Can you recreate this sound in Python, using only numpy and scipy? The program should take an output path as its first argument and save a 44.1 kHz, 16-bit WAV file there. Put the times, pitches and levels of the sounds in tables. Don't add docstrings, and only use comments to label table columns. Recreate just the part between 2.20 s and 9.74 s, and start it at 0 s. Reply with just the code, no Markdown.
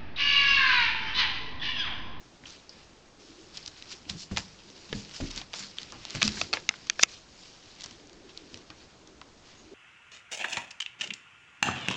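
import sys
import numpy as np
from scipy import signal
from scipy.fft import rfft, irfft, next_fast_len
from scipy.io import wavfile
from scipy.ndimage import uniform_filter1d, map_coordinates

SR = 44100
rng = np.random.default_rng(int(sys.argv[2]) if len(sys.argv) > 2 else 0)


def master(y):
    cut = np.clip(np.atleast_2d(y).T, -1, 1)
    pcm = np.round(cut * 32767)
    wavfile.write(sys.argv[1], SR, pcm.astype(np.int16))


def nominal_scale(level):
    x = np.asarray(level, float) / 20
    return 10 ** x


N = 332514


def unit(x):
    return x / np.sqrt(np.mean(x ** 2) + 1e-20)


def top1(x):
    return x / np.abs(x).max()


def along(points, hz):
    point_hz, value = np.transpose(points)
    return np.interp(np.log(hz + 1), np.log(point_hz + 1), value)


def curves(rows):
    s, *columns = np.transpose(rows)
    return [np.interp(np.arange(N) / SR, s, column) for column in columns]


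def wobble(rate):
    return map_coordinates(rng.standard_normal(N // 20), [np.arange(N) * rate / SR])


def filtered(x, response):
    size = next_fast_len(x.shape[-1] + 4096)
    spectrum = rfft(x, size) * response(np.fft.rfftfreq(size, 1 / SR))
    return irfft(spectrum, size)[..., :x.shape[-1]]


def peak(hz, centre_hz, width_hz):
    return 1j * hz * width_hz / (centre_hz ** 2 - hz ** 2 + 1j * hz * width_hz)


def add(track, s, x):
    track[round(s * SR):][:len(x)] += x


def patchy(depth_db):
    z = signal.stft(rng.standard_normal(N + 512), nperseg=256)[2]
    field = uniform_filter1d(rng.standard_normal(z.shape), 5, 0)
    field = uniform_filter1d(field, 10, 1)
    return signal.istft(z * nominal_scale(depth_db * unit(field)), nperseg=256)[1][:N]


# hz, level_db
BAND_RESPONSE = [(20, -3.5), (6200, -0.5), (7000, -2.5), (7800, -10.5), (8500, -19.5), (9000, -32.5),
                 (9500, -100)]


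def narrow_band(hz):
    return nominal_scale(along(BAND_RESPONSE, hz))


# start_s, peak_db, centre_hz
THREAD_TICKS = [(.2554, -34.5, 2830), (.4937, -30.5, 4750), (1.428, -36, 4460), (3.951, -26, 8200),
                (4.0283, -19, 8100), (4.078, -20, 8400), (4.335, -14.5, 4480), (6.875, -45, 6400)]
# start_s, peak_db, centre_hz
THREAD_CRACKS = [(2.1717, -8.5, 3480), (2.1745, -14, 2380), (2.1814, -12.5, 3620), (3.7222, -22, 5260),
                 (3.852, -18, 3630), (7.0147, -29.5, 3050)]
# start_s, peak_db, centre_hz
LOOP_PLUCKS = [(1.372, -22, 4270), (1.3757, -20.5, 4160), (1.4616, -21.5, 4300), (1.624, -26, 3550),
               (1.727, -31, 4000), (2.39, -40, 3530), (3.445, -33, 4460), (3.113, -25, 4140),
               (3.177, -16.5, 4330), (3.5847, -18.5, 3020), (3.597, -33, 3300), (3.6313, -24.5, 4100),
               (5.552, -37.5, 6300), (5.872, -38, 5200), (6.1752, -23, 4000), (6.343, -23, 3470)]
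# start_s, peak_db, centre_hz
STRAND_SNAGS = [(1.4758, -26, 4460), (1.4782, -19, 4540), (1.8961, -20.5, 4000), (1.8987, -12.5, 4450),
                (1.9088, -27, 3790), (2.5011, -32.5, 4230), (2.728, -17, 2320), (2.912, -31, 3130),
                (3.1617, -23.5, 4020), (3.1864, -26, 4370), (3.5696, -37, 4030), (3.6164, -26, 3640),
                (3.8995, -27.5, 3700), (3.9061, -19.5, 4200), (4.0196, -5.5, 2530), (4.0902, -20, 3150),
                (4.4, -32.5, 3420), (5.6084, -23.5, 4670), (5.62, -26, 4060), (5.6401, -20, 5300),
                (6.3565, -38, 3440), (6.8734, -35, 4430)]
# start_s, peak_db, centre_hz
CLAW_TEARS = [(2.8943, -29, 3550), (3.0074, -25, 2180), (3.0109, -21.5, 2720), (3.3333, -18, 3290),
              (3.833, -31, 3180), (3.943, -41, 2570), (3.9503, -15, 3330), (3.9569, -20, 2800),
              (4.1265, -38, 2290), (4.67, -26, 4500), (5.6358, -24, 4070), (5.644, -25, 3750),
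              (5.6603, -21, 4300), (5.7102, -25.5, 4080), (5.8961, -32, 2620), (5.9308, -30.5, 4700),
              (6.3737, -25.5, 5300)]
# start_s, peak_db, centre_hz
CLAW_SLAPS = [(.2379, -36.5, 1700), (2.1129, -34.5, 1450), (2.7302, -25.5, 1780), (3.215, -24.5, 3180),
              (3.3383, -20, 2740), (4.0161, -14, 2940), (4.243, -34, 1700), (4.3706, -20.5, 1960),
              (4.51, -31.5, 1470), (4.5396, -32.5, 1580), (5.7982, -42, 2760), (6.5024, -29, 2970),
              (7.016, -33, 1270)]
# start_s, peak_db, centre_hz, spread_octaves, t60_s
PAD_PATS = [(.497, -45.5, 4950, 0.083, 0.17), (1.853, -40.5, 2500, 0.19, 0.021),
            (1.891, -36, 4000, 0.44, 0.032), (2.163, -24.5, 3040, 0.47, 0.029),
            (2.6908, -39.5, 3400, 0.4, .07), (3.723, -37, 830, 0.4, 0.14), (4.171, -27.5, 1910, .3, 0.033),
            (4.337, -18, 1900, .55, 0.062), (4.7918, -27.5, 2620, 1, 0.024), (6.093, -38, 3100, 0.33, .05),
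            (4.225, -34.5, 4700, .15, .12), (6.504, -41.5, 1100, 0.65, .06), (7.38, -50.5, 6600, .02, .15)]


def claws():
    # spread_octaves, t60_s, pad_knock_db
    kinds = [
        (THREAD_TICKS, (0.091, 0.008, -40)),
        (THREAD_CRACKS, (0.38, 0.0021, -10.5)),
        (LOOP_PLUCKS, (0.29, 0.0046, -30)),
        (STRAND_SNAGS, (0.51, 0.0077, -24)),
        (CLAW_TEARS, (1, 0.0073, -16.5)),
        (CLAW_SLAPS, (0.35, 0.01, -6.5)),
        (PAD_PATS, (-8.5,)),
    ]
    rows = [tuple(row) + shared for table, shared in kinds for row in table]
    out, t = np.zeros(N + SR), np.arange(2048) / SR
    rise = 1 - np.exp(-t / 0.00015)
    release = 5.5 * (np.arange(len(t)) == 12)
    for s, db, hz, spread, t60, knock_db in rows:
        crackle, thud = rng.standard_normal((2, len(t)))
        crackle = crackle * rise * nominal_scale(-60 * t / (1.84 * t60))
        thud = thud * rise * nominal_scale(-60 * t / (4.7 * t60))
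        snap = filtered(release + crackle, lambda f: peak(f, hz, 2.45 * hz * spread) ** 2)
        knock = filtered(thud, lambda f: peak(f, 882, 1120) ** 2)
        add(out, s, nominal_scale(db) * (top1(snap) + nominal_scale(knock_db - 5.0) * top1(knock)))
    return out[:N]


# peak_s, level_db, rise_20db_s, fall_20db_s, dullness_db (the sign of a time is ignored)
QUICK_SWIPES = [(.615, -50.5, 0.4, 0.2, 8), (1.354, -41.5, 0.05, 0.11, 1.5), (1.473, -47.5, 0.21, 0.1, -2),
                (1.578, -48.5, 0.13, 0.36, 1.5), (1.718, -39, 0.05, 0.07, -3),
                (1.905, -38.5, 0.03, 0.08, -2), (2.176, -32, -0.01, 0.05, -3.5),
                (2.8, -45.5, 0.16, 0.1, -9), (3.11, -36.5, 0.01, 0.02, -4.5), (3.18, -35.5, .09, 0.07, 2.5),
                (3.601, -44, 0.07, -0.2, 6), (3.901, -43.5, 0.28, -0.52, 6), (3.973, -39, -0.06, -0.04, -5),
                (4.05, -28.5, 0.06, 0.0466, -3.5), (4.213, -37, -0.13, 0.06, -10),
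                (5.235, -50.5, 0.34, 0.36, -3.5), (6.101, -59, 0.3, -1.1, 24), (6.194, -55, 0.45, 0.3, -7),
                (6.345, -52, -0.12, .15, -5), (6.512, -56, 0.3, 0.5, 4), (7.305, -52, 0.17, 0.4, 4.5)]
# peak_s, level_db, rise_20db_s, fall_20db_s, dullness_db
FURTHER_SWIPES = [
    (4.336, -33, .005, .05, 3),
    (4.829, -27, .028, .008, -12),
    (4.81, -40, .006, .04, -12),
]
# start_s, hold_s, level_db, dullness_db, fall_20db_s
HELD_DRAGS = [(0.269, 0.081, -48, 0.5, 0.1), (1.006, 0.23, -55.5, -1.5, -0.3), (1.783, 0.053, -59.5, 3, -3),
              (1.985, 0.048, -44, -12.5, 0.05), (2.116, 0.037, -50, 2, .1), (2.948, 0.038, -44, -7, .05),
              (3.008, 0.055, -46, -2, 0.1), (3.35, 0.044, -39.5, -2.5, .12),
              (3.403, 0.061, -46.5, -3.5, 0.13), (4.033, 0.021, -36.5, -0.5, 0.32),
              (4.359, 0.034, -51, -2, 0.34), (4.893, 0.057, -47.5, -5, 0.1),
              (5.603, 0.048, -48, -0.5, 0.25), (6.58, 0.061, -54, 7, 0.14)]
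# start_s, level_db
FUR_FIDGET = [(0, -62), (.22, -66), (.95, -70), (1.3, -62), (2.1, -64), (2.25, -51), (2.37, -56),
              (2.61, -51.5), (2.9, -49.5), (3.27, -57.5), (3.7, -52.5), (3.87, -49.5), (4.43, -58),
              (4.55, -52), (4.78, -53.5), (5.0, -69), (5.55, -53), (5.9, -66)]


def strokes():
    drag_rise_s, fidget_dull_db = 0.036, 0.3
    t = np.arange(0, N, 32) / SR
    rows = [(s, 0, db, dull, rise, fall) for s, db, rise, fall, dull in QUICK_SWIPES + FURTHER_SWIPES]
    rows += [(s, hold, db, dull, drag_rise_s, fall) for s, hold, db, dull, fall in HELD_DRAGS]
    s, hold, db, dull_db, rise, fall = np.transpose(rows)[..., None]
    before = (s - t) / abs(rise)
    after = (t - s - hold) / abs(fall)
    power = nominal_scale(2 * (db - 20 * np.maximum(0, np.maximum(before, after))))
    rest = nominal_scale(2 * np.interp(t, *np.transpose(FUR_FIDGET)))
    total = power.sum(0) + rest
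    dullness_db = ((power * dull_db).sum(0) + rest * fidget_dull_db) / total
    return curves(np.transpose([t, 10 * np.log10(total), dullness_db]))


# hz, density_db (per Hz)
WEAVE_COLOUR = [(60, -38), (170, -6.5), (300, -16.5), (800, -15), (1500, -13), (2100, -11), (2700, -7.5),
                (3500, -7.5), (4200, -5), (4700, -4), (5400, -5.5), (6500, -10.5), (7500, -2), (10000, 13)]


def scuffs():
    level_db, dull_db = strokes()
    bunches_db = 2.3 * wobble(900) + 0.9 * wobble(90)
    slips = patchy(depth_db=1.8) * nominal_scale(bunches_db)
    weave = unit(filtered(slips, lambda f: nominal_scale(along(WEAVE_COLOUR, f)) * narrow_band(f)))
    low = filtered(weave, lambda f: 1 / (1 + (f / 3300) ** 4))
    tilt = nominal_scale(dull_db + 4.5)
    even = np.sqrt(0.44 + 0.5 * tilt ** 2)
    return nominal_scale(level_db) * (tilt * low + weave - low) / even


# start_s, peak_db, shell_ring_hz, tilt_db (per octave), contact_s
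TOY_TAPS = [(4.0282, -2.5, 4800, -0.5, 0.0003), (4.078, -8.5, 4900, -2.5, .00072),
            (4.2137, -10, 4570, -7, 0.0021), (4.3298, -13, 4480, -5, 0.00031),
            (4.3355, -10.5, 4420, -7.5, 0.0005), (4.4906, -4, 2020, -1.5, 0.0013),
            (4.6984, -5, 1880, 2.5, 0.0013), (4.794, -14, 1744, -7.5, 0.0025),
            (4.829, -6.5, 2220, 2.5, 0.0013), (4.8333, 9.5, 2094, 4, .0012)]
# hz, level_db, t60_s
SHELL_MODES = [(690, -15, 0.01), (1287, -14.5, 0.03), (2606, 0, 0.013), (3550, 1.5, 0.0048),
               (4300, -5.5, 0.0038), (4900, -0.5, 0.0062), (5890, -1, 0.0033), (6634, -1, 0.0037),
               (8100, -12.5, 0.0018)]


def taps():
    out, t = np.zeros(N + SR), np.arange(2048) / SR
    for s, db, ring_hz, tilt_db, contact in TOY_TAPS:
        held = np.maximum(t - abs(contact), 0)
        shake = np.cumsum(rng.standard_normal(len(t))) * 0.12
        ring = 0
        for hz, level_db, t60 in SHELL_MODES + [(ring_hz, 1.5, 0.011)]:
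            strength = nominal_scale(level_db + tilt_db * np.log2(hz / 3000) - 60 * held / t60)
            ring = ring + strength * np.sin(2 * np.pi * (hz * t + rng.random()) + shake)
        add(out, s, nominal_scale(db) * top1(ring * (1 - np.exp(-t / 0.00025))))
    return filtered(out[:N], lambda f: 1 / (1 - 1j * 450 / (f + 1)) ** 2)


# start_s, peak_db, board_hz, boom_db
LANDINGS = [(.223, -53.5, 249, 2), (1.471, -60.5, 293, 13), (1.859, -46.5, 299, -1),
            (1.948, -39.5, 161, -2), (2.111, -26, 186, 0), (2.169, -37.5, 129, 2.5),
            (2.697, -41.5, 195, -4), (2.744, -29.5, 206, 0.8), (3.004, -30, 250, 1.5),
            (3.023, -32.5, 272.5, 6.5), (3.947, -24.5, 138.4, -4), (4.207, -48, 183, 9.5),
            (5.649, -63, 127, 16), (5.708, -48, 234, -0.5), (6.328, -51.5, 262, 9)]
# start_s, peak_db, board_hz, boom_db
WEIGHT_SETTLES = [(1.893, -40.5, 200, 0), (2.459, -52.5, 205.5, -13), (3.15, -49.5, 199.5, 7),
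                  (3.397, -43, 196, -7), (3.619, -54, 160, 5), (3.72, -57.5, 328, 15),
                  (4.025, -30, 195, -5), (4.045, -23, 212.5, -8), (4.321, -51.5, 318, 5),
                  (4.831, -66, 230, -14.5), (6.497, -50.5, 311, -3)]
# start_s, peak_db, board_hz, boom_db, t60_s
TOE_KNOCKS = [(2.112, -50.5, 474, -16, 0.053), (2.727, -27.5, 451, -2.5, .045), (3.002, -30, 630, 1, 0.012),
              (3.949, -36, 600, -7, 0.033), (4.333, -37, 465, -30, .11), (4.371, -38.5, 504, -24, 0.06),
              (4.491, -37, 212, -9.5, .059)]
# hz, density_db (per Hz)
JOIST_BOOM = [(20, -11.5), (55, -6), (130, -4.5), (300, -13.5), (600, -27.5), (1200, -39)]


def paws():
    out, t = np.zeros(N + SR), np.arange(SR // 2) / SR
    rows = [tuple(row) + (0.11, 0.0039) for row in LANDINGS]
    rows += [tuple(row) + (0.24, 0.0039) for row in WEIGHT_SETTLES]
    rows += [tuple(row) + (0.0004,) for row in TOE_KNOCKS]
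    rows += [(3, -42, 30, -5, 0.3, 1)]
    for s, db, hz, boom_db, t60, rise in rows:
        load, rumble = rng.standard_normal((2, len(t)))
        shape = (1 - np.exp(-t / rise)) ** 2 * nominal_scale(-60 * t / t60)
        drift = np.cumsum(np.cumsum(load)) * 2e-6
        board = np.sin(2 * np.pi * hz * t + drift)
        boom = unit(filtered(rumble, lambda f: nominal_scale(along(JOIST_BOOM, f))))
        boom = boom * nominal_scale(25 * t / t60)
        add(out, s, nominal_scale(db) * (top1(shape * board) + nominal_scale(boom_db) * shape * boom))
    return out[:N]


# hz, t60_s
BEDROOM_DECAY = [(200, 0.62), (1000, 0.28), (4000, 0.023), (9000, 0.07)]


def room(x):
    hz, t, z = signal.stft(rng.standard_normal(SR // 2), SR, nperseg=256)
    decay = nominal_scale(-60 * t / along(BEDROOM_DECAY, hz)[:, None])
    tail = signal.istft(z * decay, SR, nperseg=256)[1]
    late = np.pad(x, (200, 0))
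    return signal.fftconvolve(late, tail / np.linalg.norm(tail))[:N]


# start_s, level_db
DISTANT_DRONE = [(0, -67), (.9, -75), (1.0, -57), (1.25, -55), (1.4, -68), (2.4, -67), (2.55, -56),
                 (3.3, -70.5), (3.7, -63.5), (4.2, -49.5), (4.6, -65), (5.6, -70), (5.85, -55), (6.4, -57),
                 (6.65, -72.5), (6.9, -57), (7.25, -78), (7.54, -48)]
# hz, density_db (per Hz)
AIR_HISS = [(20, 9.5), (60, 8.5), (150, 7.5), (300, 6.5), (600, 1.5), (1200, -2.5), (2000, -7), (4000, -8),
            (6000, -9.5), (9000, -7)]


def room_tone():
    drone_db, = curves(DISTANT_DRONE)
    drone_db = drone_db + 1.1 * wobble(15)
    rumble_db = -77.5 + 2.7 * wobble(2.7)
    hiss = unit(filtered(patchy(depth_db=-0.9), lambda f: nominal_scale(along(AIR_HISS, f))))
    drone = unit(filtered(patchy(depth_db=2), lambda f: peak(f, 335, 160) ** 2))
    rumble = unit(filtered(rng.standard_normal(N), lambda f: peak(f, 55, 120) ** 2))
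    return nominal_scale(-52.5) * hiss + nominal_scale(drone_db) * drone + nominal_scale(rumble_db) * rumble


def scene():
    near, toy = claws() + paws(), taps()
    echo = nominal_scale(-17) * room(near + nominal_scale(-14.0) * toy)
    return (near + toy + echo + scuffs() + room_tone())[None]


def top_cut(x):
    return signal.sosfilt(signal.butter(12, 16020, fs=SR, output="sos"), x)


def record(dry):
    heard = filtered(np.clip(dry, -0.73, 0.73), narrow_band)
    mix = filtered(np.clip(heard, -0.74, 0.74), lambda f: 1 / (1 + (f / 15700) ** 80))
    return top_cut(mix)


dry = scene()
out = record(dry)
master(out)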